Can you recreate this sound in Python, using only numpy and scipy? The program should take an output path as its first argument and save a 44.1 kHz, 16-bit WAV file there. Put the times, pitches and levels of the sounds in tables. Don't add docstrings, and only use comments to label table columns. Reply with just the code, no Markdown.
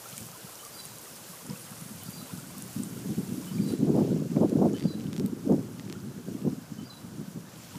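import sys
import numpy as np
from scipy import signal
from scipy.fft import rfft, irfft, next_fast_len
from scipy.io import wavfile
from scipy.ndimage import uniform_filter1d, map_coordinates

SR = 44100
rng = np.random.default_rng(int(sys.argv[2]) if len(sys.argv) > 2 else 0)


def to_linear_factor(level_db):
    exponent = np.asarray(level_db, float) / 20
    return 10 ** exponent


def wav_record(signal):
    frames = np.transpose(np.atleast_2d(signal))
    bounded = np.clip(frames, -1, 1)
    quanta = np.round(bounded * 32767).astype(np.int16)
    wavfile.write(sys.argv[1], SR, quanta)


N = 343098
TOP_HZ = 15400

# time in seconds, change of the spray in dB.
AIM = [(0.0, 0.5), (0.27, -1.5), (1.26, -1.5), (1.53, -2.5), (1.6, -1.5), (1.83, -1.5), (2.0, -1.5),
       (3.59, -3.5), (3.73, -2), (3.77, -10), (4.69, -10), (6.47, -11.5), (7.45, -11), (7.78, -8)]
# crest in seconds, buffet level in dB, length in seconds, brightness in dB.
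GUSTS = [(0.216, -44.5, 0.058, -22), (0.869, -55, 0.073, -10), (1.121, -57, 0.048, -8),
         (1.497, -37.5, 0.041, -11), (1.919, -41.5, 0.05, -23), (2.092, -41, 0.032, -18),
         (2.338, -37.5, 0.057, -25), (2.767, -30, 0.084, -23), (2.978, -35.5, 0.12, -23),
         (3.122, -29.5, 0.11, -10), (3.183, -29.5, 0.052, -8.5), (3.328, -31, 0.13, -12),
         (3.592, -26.5, 0.074, -18), (3.873, -23, 0.12, -8.5), (3.99, -24.5, .12, -2),
         (4.115, -29.5, 0.1, -4.5), (4.414, -22, 0.075, -3.5), (4.62, -22, 0.12, -3.5),
         (4.857, -26, 0.055, -9.5), (4.955, -30, .05, -9), (5.226, -30, 0.11, -9.5),
         (5.504, -19.5, 0.091, -7), (6.18, -40.5, 0.053, -12), (6.3, -41, 0.14, 0),
         (6.475, -24.5, 0.037, -7), (6.821, -43.5, 0.055, -18), (7.049, -40.5, 0.043, -24),
         (7.198, -40, 0.065, -10), (7.377, -34.5, 0.028, -5.5), (7.76, -37, 0.036, -13)]


def unit(x):
    return x / np.sqrt(np.mean(x ** 2) + 1e-20)


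def curves(rows):
    s, *cols = np.transpose(rows)
    return [np.interp(np.arange(N) / SR, s, c) for c in cols]


def wobble(rate):
    knots = rng.standard_normal(int(N * rate / SR) + 4)
    return map_coordinates(knots, [np.arange(N) * rate / SR])


def coloured(x, spectrum):
    size = next_fast_len(N + 8192)
    hz, db = np.transpose(spectrum)
    gain_db = np.interp(np.log(np.fft.rfftfreq(size, 1 / SR) + 1), np.log(hz), db)
    return unit(irfft(rfft(x, size) * to_linear_factor(gain_db), size)[:N])


def patchy(depth_db):
    z = signal.stft(rng.standard_normal(N), nperseg=256)[2]
    field = uniform_filter1d(rng.standard_normal(z.shape), size=9, axis=0)
    field = uniform_filter1d(field, size=12, axis=1)
    return signal.istft(z * to_linear_factor(depth_db * unit(field)), nperseg=256)[1][:N]


def rings(s, db, hz, cycles, rise, glide, size):
    t = np.arange(size) / SR
    age = t * np.asarray(hz)[:, None] / cycles
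    tone = np.sin(2 * np.pi * cycles * age * (1 + glide * age))
    wave = tone * np.exp(-age) * (1 - np.exp(-age / rise))
    at = np.round(np.asarray(s) * SR).astype(int)[:, None] + np.arange(size)
    return np.bincount(at.ravel(), (to_linear_factor(db)[:, None] * wave).ravel(), N + size)[:N]


def shower(count, hz, spread, size_db, cycles, glide, size):
    pick = rng.random((count, 2))
    pitch = np.clip(hz * np.exp(spread * rng.standard_normal(count)), 100, SR / 3)
    rank = np.minimum(-np.log(1 - pick[:, 1]), 4)
    return unit(rings(pick[:, 0] * N / SR, size_db * rank, pitch, cycles, 0.5, glide, size))


def puffs(s, db, hz, cycles):
    k = np.arange(-1300, 1300)
    turns = k / SR * hz[:, None]
    start = rng.random((len(s), 1))
    wave = to_linear_factor(db)[:, None] * np.exp(-(turns / cycles) ** 2) * np.cos(2 * np.pi * (turns + start))
    at = np.round(s * SR).astype(int)[:, None] + k
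    return np.bincount(at.ravel(), wave.ravel(), N)[:N]


def swells(s, db, length):
    fall_db, rise_share = 11, 0.85
    t = np.arange(0, N + 64, 64) / SR - np.asarray(s)[:, None]
    away = np.where(t < 0, -t / rise_share, t) / np.asarray(length)[:, None]
    power = np.sum(to_linear_factor(2 * (np.asarray(db)[:, None] - fall_db * away)), axis=0)
    return np.interp(np.arange(N), np.arange(len(power)) * 64, 10 * np.log10(power + 1e-12))


def joined(a_db, b_db):
    return 10 * np.log10(to_linear_factor(2 * a_db) + to_linear_factor(2 * b_db))


def water():
    # pitch in Hz, level in dB.
    spray_tone = [(2500, -16), (4500, -6.5), (6500, -3), (9000, 0.5), (11500, 0), (13500, -2.5),
                  (15500, -6)]
    gurgle_tone = [(120, -8), (300, 0.5), (420, 2), (540, 3), (750, -1.5), (1100, -3), (1550, -3),
                   (1750, -8.5), (2500, -46)]
    # start in seconds, level in dB, pitch in Hz.
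    bubbles = [(0.056, -44.5, 1350), (0.329, -49, 1270), (0.349, -49, 1016), (0.489, -49, 1075),
               (0.628, -49, 1200), (0.657, -46, 1160), (0.761, -50, 1350), (0.912, -50, 960),
               (1.055, -51, 1940), (1.333, -46.5, 1120), (1.354, -52, 1600), (1.5, -47, 970),
               (1.557, -46, 2640), (2.08, -50, 1350), (2.213, -48, 1270), (2.294, -46, 1010),
               (2.387, -47, 1380), (2.439, -49, 1460), (2.547, -48, 1150), (2.832, -51, 1210),
               (2.97, -52, 1400), (3.583, -43.5, 2360), (3.722, -47, 1420), (4.102, -51, 1440),
               (4.752, -49, 1720), (4.848, -47, 838), (5.951, -48, 1400), (6.468, -54, 1024),
               (7.748, -46.5, 950),
               (.079, -52, 1480), (.137, -49.5, 1300), (.472, -56, 1340), (.51, -55, 1270),
                     (1.07, -55, 1180), (1.407, -50, 1000), (1.69, -56, 1260), (1.727, -54, 1350),
                     (1.807, -53, 1260), (2.308, -51, 1370), (2.669, -56, 1260), (3.524, -55, 1100),
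                     (6.273, -55, 1540), (6.784, -56, 1270)]
    # start in seconds, level in dB, pitch in Hz, life in cycles.
    tub_ring = (1.495, -45, 485, 32)

    aim_db, = curves(AIM)
    droplets = shower(count=1800, hz=9450, spread=0.27, size_db=6.0, cycles=0.89, glide=0, size=48)
    fizz = unit(coloured(patchy(0.93), spray_tone) + to_linear_factor(-12.0) * droplets)
    fizz_db = -47.5 + aim_db + 0.77 * wobble(9) + 0.61 * wobble(35)

    small_bubbles = shower(count=900, hz=1100.5, spread=0.3, size_db=3.0, cycles=7.7, glide=0.015, size=1400)
    gurgle = unit(coloured(patchy(0.73), gurgle_tone) + to_linear_factor(-9.0) * small_bubbles)
    gurgle_db = -52.5 + 0.22 * aim_db

    s, db, hz = np.transpose(bubbles)
    plops = rings(s, db + 8.5, hz * 0.97, cycles=8.1, rise=0.44, glide=0.016, size=2200)
    s, db, hz, cycles = tub_ring
    plops += rings([s], [db], [hz], cycles, rise=0.12, glide=0, size=8000)
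    return to_linear_factor(fizz_db) * fizz + to_linear_factor(gurgle_db) * gurgle + plops


def ticks():
    # start in seconds, level in dB, pitch in Hz.
    drops = [(0.128, -49, 4150), (0.181, -47.5, 3060), (0.267, -50, 7920), (0.555, -47, 5860),
             (0.854, -38.5, 9990), (1.017, -49, 11370), (1.358, -49, 11020), (1.466, -43, 9990),
             (1.499, -46, 5000), (1.575, -47, 9990), (1.812, -45, 9650), (2.035, -40, 14810),
             (2.106, -42, 11400), (2.117, -47, 11500), (2.623, -37, 10680), (2.835, -37, 8200),
             (3.278, -49, 8960), (3.333, -47, 8610), (3.789, -48, 9550), (3.899, -55, 9650),
             (3.965, -50, 10680), (4.498, -51, 8800), (4.733, -49.5, 6890), (4.75, -53, 10340),
             (5.007, -53.5, 2790), (5.069, -54, 3100), (5.524, -51, 6600), (5.852, -54, 5510),
             (6.003, -55, 4820), (6.501, -54, 5170)]
    # time in seconds, peak in dB, pitch in Hz.
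    specks = [(0.089, -34, 10070), (0.099, -35, 7428.0), (0.166, -42, 10026.0), (0.187, -37, 9595.0),
              (0.206, -35, 8206.0), (0.545, -40.0, 7927.0), (0.87, -37, 6760.0), (1.289, -40.0, 8791.0),
              (1.316, -42.0, 8650.0), (1.598, -38.0, 9279.0), (1.618, -39.0, 10204.0), (1.708, -35, 9472.0),
              (1.961, -40.0, 11820.0), (1.995, -40.0, 9775.0), (2.352, -43, 7682.0), (2.639, -38, 9202.0),
              (2.731, -37, 9924.0), (2.749, -39, 9071.0), (2.846, -41.0, 8479.0), (2.974, -38, 11998.0),
              (2.992, -40.0, 8563.0), (3.107, -38, 11079.0), (3.198, -39, 9298.0), (3.688, -40.0, 8301.0),
              (3.725, -40, 9877.0), (3.78, -42, 7427.0), (3.856, -43, 9387.0), (4.0, -44.0, 8222.0),
              (4.176, -45.0, 7680.0), (4.19, -44, 11186.0), (4.201, -46.0, 6801.0), (4.323, -49, 8119.0),
              (4.524, -46.0, 7568.0), (4.574, -45, 7555.0), (4.696, -43, 10157.0), (4.888, -47.0, 11253.0),
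              (4.933, -48.0, 9530.0), (5.017, -45.0, 6307.0), (5.157, -47, 6755.0), (5.457, -50, 8089.0),
              (6.213, -50, 7148.0), (6.256, -47.0, 6656.0), (6.275, -47.0, 9561.0), (6.51, -49.0, 10091.0),
              (6.783, -49.0, 10014.0), (6.837, -48.0, 7615.0), (7.149, -49.0, 10051.0),
              (7.209, -48.0, 10713.0), (7.316, -46.0, 9610.0), (7.496, -46.0, 11640.0)]
    # start in seconds, peak in dB, pitch in Hz.
    splashes = [
        (0.1795, -19.5, 10000),
        (0.651, -27, 8250),
        (0.9847, -28, 9900),
        (2.582, -23, 11700),
        (5.262, -25, 11500),
        (7.7484, -47, 8270),
    ]
    # start in seconds, peak in dB, pitch in Hz.
    snaps = [(3.705, -37, 4950), (4.496, -35, 5750), (4.7666, -36, 3050), (4.777, -38, 2940),
             (4.784, -34, 3000), (4.797, -34, 3500), (4.808, -35, 2130), (4.825, -34, 2520),
             (4.838, -36, 3500), (4.9994, -38, 4020), (5.1307, -30, 3150), (5.1404, -38, 3610),
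             (5.1645, -30.5, 3180), (5.18, -30, 5400), (5.1977, -28, 5260), (5.2609, -37, 3790),
             (5.7966, -32.5, 2000), (5.899, -32, 2890), (5.9264, -27, 4640), (6.7371, -48, 4810),
             (7.756, -38, 2470)]

    s, db, hz = np.transpose(drops)
    out = rings(s, db + 11, hz, cycles=hz[:, None] * 0.00091, rise=0.073, glide=0, size=256)
    second_hz = np.clip(hz * rng.uniform(0.69, 1.2, len(s)), 0, TOP_HZ)
    out += rings(s, db + 8.0, second_hz, cycles=4.6, rise=0.053, glide=0, size=256)

    s, db, hz = np.transpose(specks)
    out += rings(s - 0.0003, db + 7.0, hz, cycles=2.6, rise=0.08, glide=0, size=128)

    s, db, hz = np.transpose(splashes)
    for shift in (0.7, 0.85, 0.99, 1.15, 1.35):
        late = rng.uniform(0, 0.00028, len(s))
        part_hz = np.clip(hz * shift, 0, TOP_HZ)
        out += rings(s + late, db - 7.0, part_hz, cycles=4.0, rise=0.09, glide=0, size=256)

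    s, db, hz = np.transpose(snaps)
    out += rings(s, db + 13.5, np.sqrt(hz * 6000), cycles=0.26, rise=0.12, glide=0, size=128)
    rattle = rings(s + 0.0005, db - 6, hz, cycles=3.1, rise=0.2, glide=0, size=256)
    return out + rattle


def eddies():
    # time
    # in seconds, peak in dB, pitch in Hz.
    lone_eddies = [(0.135, -37, 153), (0.449, -36, 170), (1.305, -39.5, 164), (1.536, -31.5, 175),
                   (1.72, -35.5, 181), (1.825, -33, 171), (1.865, -36, 186), (1.993, -39, 169),
                   (2.229, -31.5, 212), (2.384, -32.5, 171), (2.802, -24, 240), (3.062, -27, 223),
                   (3.605, -19, 208), (3.739, -18.5, 286), (3.832, -14, 247), (3.905, -15.5, 273),
                   (4.372, -13.5, 216), (4.558, -11.5, 241), (5.505, -9, 272), (5.595, -22, 220),
                   (5.749, -31.5, 184), (5.865, -30, 207), (5.905, -27.5, 304), (6.083, -27.5, 192),
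                   (6.354, -24.5, 250), (6.425, -28, 212), (6.531, -26, 220), (6.79, -29.5, 208),
                   (7.23, -30.5, 200), (7.285, -29.5, 186)]
    crowding_eddies = [(1.51, -27, 175.0), (2.063, -36.0, 183.0), (2.823, -26, 230), (3.086, -33, 221.0),
                       (3.113, -25.5, 249.0), (3.204, -26, 270.0), (3.234, -28.0, 175), (3.341, -24.5, 219),
                       (3.383, -23.5, 248), (3.518, -28, 193), (3.561, -22.0, 211.0), (3.623, -23.5, 174.0),
                       (3.667, -23, 193.0), (3.716, -23, 230.0), (3.794, -20.5, 217.0), (3.812, -20, 231.0),
                       (3.853, -22, 285), (3.967, -24, 240.0), (4.008, -19.0, 228), (4.024, -23, 245.0),
                       (4.061, -22, 211.0), (4.1, -21, 186), (4.147, -17, 198.0), (4.163, -32, 217.0),
                       (4.203, -22, 228.0), (4.224, -24, 250.0), (4.304, -22.5, 201.0), (4.319, -22, 248.0),
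                       (4.339, -24, 198.0), (4.432, -17, 265.0), (4.448, -15, 255.0), (4.467, -22, 191.0),
                       (4.53, -16, 249.0), (4.578, -16, 174), (4.599, -21.0, 260), (4.651, -18, 297.0),
                       (4.687, -21, 250), (4.705, -22.0, 198), (4.737, -19, 249.0), (4.974, -23.5, 177.0),
                       (5.059, -24.5, 200.0), (5.079, -29, 225.0), (5.19, -23, 196.0), (5.21, -20.5, 220.0),
                       (5.233, -27, 227), (5.249, -24.0, 213.0), (5.269, -24, 221.0), (5.334, -21, 276),
                       (5.474, -16, 256), (5.531, -16.5, 238), (5.543, -17, 254.0), (5.793, -32.5, 192.0),
                       (5.931, -30, 184.0), (6.287, -25.0, 213), (6.321, -29.0, 202.0), (6.454, -20, 222),
                       (6.586, -29, 214), (6.722, -29, 217), (6.831, -30.5, 205), (7.363, -32, 246.0)]
    sharp_flicks = [(3.183, -31, 474.0), (3.205, -37.0, 486.0), (3.584, -39, 480.0), (3.706, -34, 625),
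                    (3.739, -26, 474.0), (3.806, -32, 481.0), (3.827, -24, 497.0), (3.863, -31, 489.0),
                    (3.903, -17.5, 475), (3.916, -24, 526.0), (3.945, -32, 570.0), (3.954, -33, 572.0),
                    (3.966, -19, 557.0), (3.982, -24, 570), (3.994, -32, 657.0), (4.016, -27, 506.0),
                    (4.047, -29.0, 484.0), (4.078, -26, 570.0), (4.103, -29.0, 471.0), (4.118, -21, 492.0),
                    (4.13, -22, 515), (4.163, -32, 554), (4.223, -23.5, 530.0), (4.258, -29.5, 491.0),
                    (4.362, -31, 619.0), (4.377, -22, 565.0), (4.387, -27.0, 547.0), (4.414, -29, 520.0),
                    (4.426, -21, 566.0), (4.437, -27, 590.0), (4.45, -28, 518.0), (4.464, -25, 498.0),
                    (4.522, -19.5, 508.0), (4.561, -29, 532.0), (4.571, -21, 542.0), (4.59, -25, 500),
                    (4.615, -19, 500), (4.635, -21, 531.0), (4.65, -23.0, 545.0), (4.668, -18.5, 583),
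                    (4.703, -34.0, 530.0), (4.727, -33, 489.0), (4.855, -24, 580), (4.938, -33, 543.0),
                    (4.998, -33, 476.0), (5.21, -35, 491.0), (5.226, -35, 529.0), (5.245, -41, 464.0),
                    (5.258, -35, 487.0), (5.477, -30, 596.0), (5.501, -14.5, 518.0), (5.517, -23.0, 485),
                    (5.525, -25, 555.0), (5.582, -25, 511.0), (6.285, -33.5, 588.0), (6.356, -36, 561.0),
                    (6.453, -30, 518.0), (6.468, -27, 491.0), (6.479, -31, 517.0), (7.378, -39, 557)]

    s, db, length, _ = np.transpose(GUSTS)
    crest_db = db + 9.5
    crest_hz = 270 + 3 * crest_db
    out = puffs(s, crest_db - 33 * length, crest_hz, cycles=0.8)
    s, db, hz = np.transpose(lone_eddies)
    out += puffs(s, db - 0.5, hz, cycles=0.92)
    s, db, hz = np.transpose(crowding_eddies)
    out += puffs(s, db - 1.0, hz, cycles=0.96)
    s, db, hz = np.transpose(sharp_flicks)
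    return out + puffs(s, db - 1.5, 0.86 * hz, cycles=0.95)


def wind():
    # time in seconds, buffet level in dB.
    breeze = [(0.0, -67), (0.3, -55), (0.55, -63.5), (1.35, -58.5), (1.65, -53.5), (2.0, -49.5),
              (2.6, -46.5), (2.9, -41.5), (3.48, -34), (3.62, -30), (4.2, -28.5), (4.75, -35), (5.35, -35),
              (5.7, -41.5), (6.2, -40), (6.6, -40.5), (7.3, -46.5), (7.7, -50.5)]
    # middle in seconds, depth in dB, half length in seconds.
    lulls = [(1.07, 8, .03), (2.29, 13, 0.024), (2.737, 16, 0.03), (3.158, 14, 0.016), (3.254, 9, 0.019),
             (3.473, 10, 0.064), (3.777, 8, 0.01), (4.304, 16, 0.025), (4.805, 5, 0.016), (5.41, 9, 0.054),
             (6.239, 10, 0.021), (6.668, 13, 0.04), (6.94, 9, 0.064)]
    # pitch in Hz, level in dB.
    deep_tone = [(20, -34), (40, -25), (60, -8), (85, 0.5), (120, 12.5), (200, -3), (400, -40.5)]
    slow_tone = [(30, -62), (60, -41), (105, -29.5), (150, 2), (210, 1), (290, -4.5), (400, -17),
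                 (700, -84)]
    fast_tone = [(150, -54), (260, 1.5), (350, 4.5), (450, -1), (630, -19.5), (900, -32), (1500, -73)]
    fine_tone = [(350, -20), (550, -3.5), (700, -2.5), (1000, -14.5), (1400, -32), (2000, -54)]

    breeze_db, = curves(breeze)
    s, db, length, bright_db = np.transpose(GUSTS)
    t = np.arange(N) / SR
    still_db = sum(depth_db * np.exp(-((t - at) / half) ** 2) for at, depth_db, half in lulls)
    buffet_db = joined(breeze_db, swells(s, db, length)) - still_db
    fast_db = joined(breeze_db - 9.5, swells(s, db + bright_db, length)) - still_db
    fine_db = 2.13 * (fast_db + 33.0) - 48.0
    gusting = 1 / (1 + np.exp(-(buffet_db + 43.5) / 2.4))

    lumps = 1.3 * wobble(18) + 1.57 * wobble(55)
    spikes = 1.2 * lumps + 3.17 * wobble(90)
    deep_db = 0.59 * buffet_db - 25 + 0.89 * lumps + 1.14 * wobble(7)
    deep = to_linear_factor(deep_db) * coloured(rng.standard_normal(N), deep_tone)
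    slow = unit(to_linear_factor(lumps) * coloured(rng.standard_normal(N), slow_tone))
    fast = unit(to_linear_factor(spikes) * coloured(rng.standard_normal(N), fast_tone))
    fine = unit(to_linear_factor(1.5 * spikes) * coloured(rng.standard_normal(N), fine_tone))
    slow_part = to_linear_factor(buffet_db - 0.5 - 2.15 * gusting) * slow
    sharp_part = gusting * (to_linear_factor(fast_db) * fast + to_linear_factor(fine_db) * fine)
    return deep + slow_part + sharp_part + eddies()


def leaves():
    # pitch in Hz, level in dB.
    leaf_tone = [(1200, -33), (1800, -2), (3000, -0.5), (3700, -2.5), (5500, -0.5), (7500, -1.5),
                 (9000, -11), (15500, -11.5)]
    # crest in seconds, level in dB, length in seconds.
    stirs = [
        (3.73, -54.5, .3),
        (4.15, -55, .6),
        (4.753, -61, 0.33),
        (7.624, -54.5, 0.15),
        (7.78, -56, 0.32),
    ]

    aim_db, = curves(AIM)
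    leaves_db = joined(-51.5 + 0.52 * aim_db, swells(*np.transpose(stirs)))
    crackle = shower(count=1500, hz=4550, spread=0.63, size_db=4.5, cycles=0.99, glide=0, size=64)
    rustle = unit(coloured(patchy(0.8), leaf_tone) + to_linear_factor(-12.5) * crackle)
    return to_linear_factor(leaves_db + 0.52 * wobble(12) + 0.42 * wobble(30)) * rustle


def bird():
    # start in seconds, wait for the last note in seconds, high note length in seconds and pitch in Hz.
    calls = [
        (0.585, .186, .19, 4760),
        (2.007, .17, .12, 4720),
        (3.471, 0.18, .11, 4710),
        (4.738, .14, .13, 4740),
        (6.779, .118, .14, 4820),
    ]
    # level in dB of the low note, the pip, the high note and the last note.
    efforts = [
        (-55, -59, -53.5, -52),
        (-55, -56, -54, -54),
        (-52, -61, -52, -53),
        (-52, -57, -56, -51),
        (-55, -63, -58.5, -50.5),
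    ]

    notes = []
    for (s, wait, held, hz), (low_db, pip_db, high_db, last_db) in zip(calls, efforts):
        notes.append((s, 0.058, 2960, 3070, low_db))
        notes.append((s + 0.05, 0.055, 4680, 4680, pip_db))
        notes.append((s + wait - 0.045, held, hz, hz - 40, high_db))
        notes.append((s + wait, 0.1, 4130, 3900, last_db))

    out = np.zeros(N + SR)
    flutter, waver = to_linear_factor(4.5 * wobble(75)), 1.3 * wobble(140)
    for s, length, start_hz, end_hz, db in notes:
        at = round(s * SR)
        u = np.arange(round(length * SR)) / (length * SR)
        here = slice(at, at + len(u))
        glide_hz = start_hz + (end_hz - start_hz) * np.sqrt(u) / 1.51
        phase = 2 * np.pi * length * u * glide_hz + waver[here]
        tone = np.sin(phase) + to_linear_factor(-19) * np.sin(2 * phase)
        shape = np.sin(np.pi * u ** 0.41) ** 0.75
        out[here] += to_linear_factor(db + 2.5) * shape * unit(flutter[here]) * tone

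    voice = out[:N]
    t = np.arange(SR // 3) / SR
    echo = rng.standard_normal(len(t)) * to_linear_factor(-60 * t / 0.44)
    echoed = signal.fftconvolve(voice, echo / np.linalg.norm(echo))[:N]
    return to_linear_factor(-1.5) * voice + to_linear_factor(-6) * echoed


def mist():
    # pitch in Hz, level in dB.
    mist_tone = [(6000, -40), (8200, -3), (10000, 0), (12000, -3), (14500, -30)]
    # crest in seconds, level in dB, length in seconds.
    surges = [
        (1.62, -56, .35),
        (1.78, -56, .3),
        (3.72, -60, .08),
    ]
    return to_linear_factor(swells(*np.transpose(surges))) * coloured(patchy(1.5), mist_tone)


def scene():
    return (water() + ticks() + wind() + leaves() + bird() + mist())[None]


def band_limit(x):
    return signal.sosfilt(signal.butter(12, 16260, fs=SR, output="sos"), x)


def record(dry):
    hz = np.fft.rfftfreq(N, 1 / SR)
    bass_cut = hz ** 2 / (hz ** 2 + 30 ** 2)
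    kept = irfft(rfft(dry) * (hz < TOP_HZ) * bass_cut, N)
    return band_limit(kept)


dry = scene()
out = record(dry)
wav_record(out)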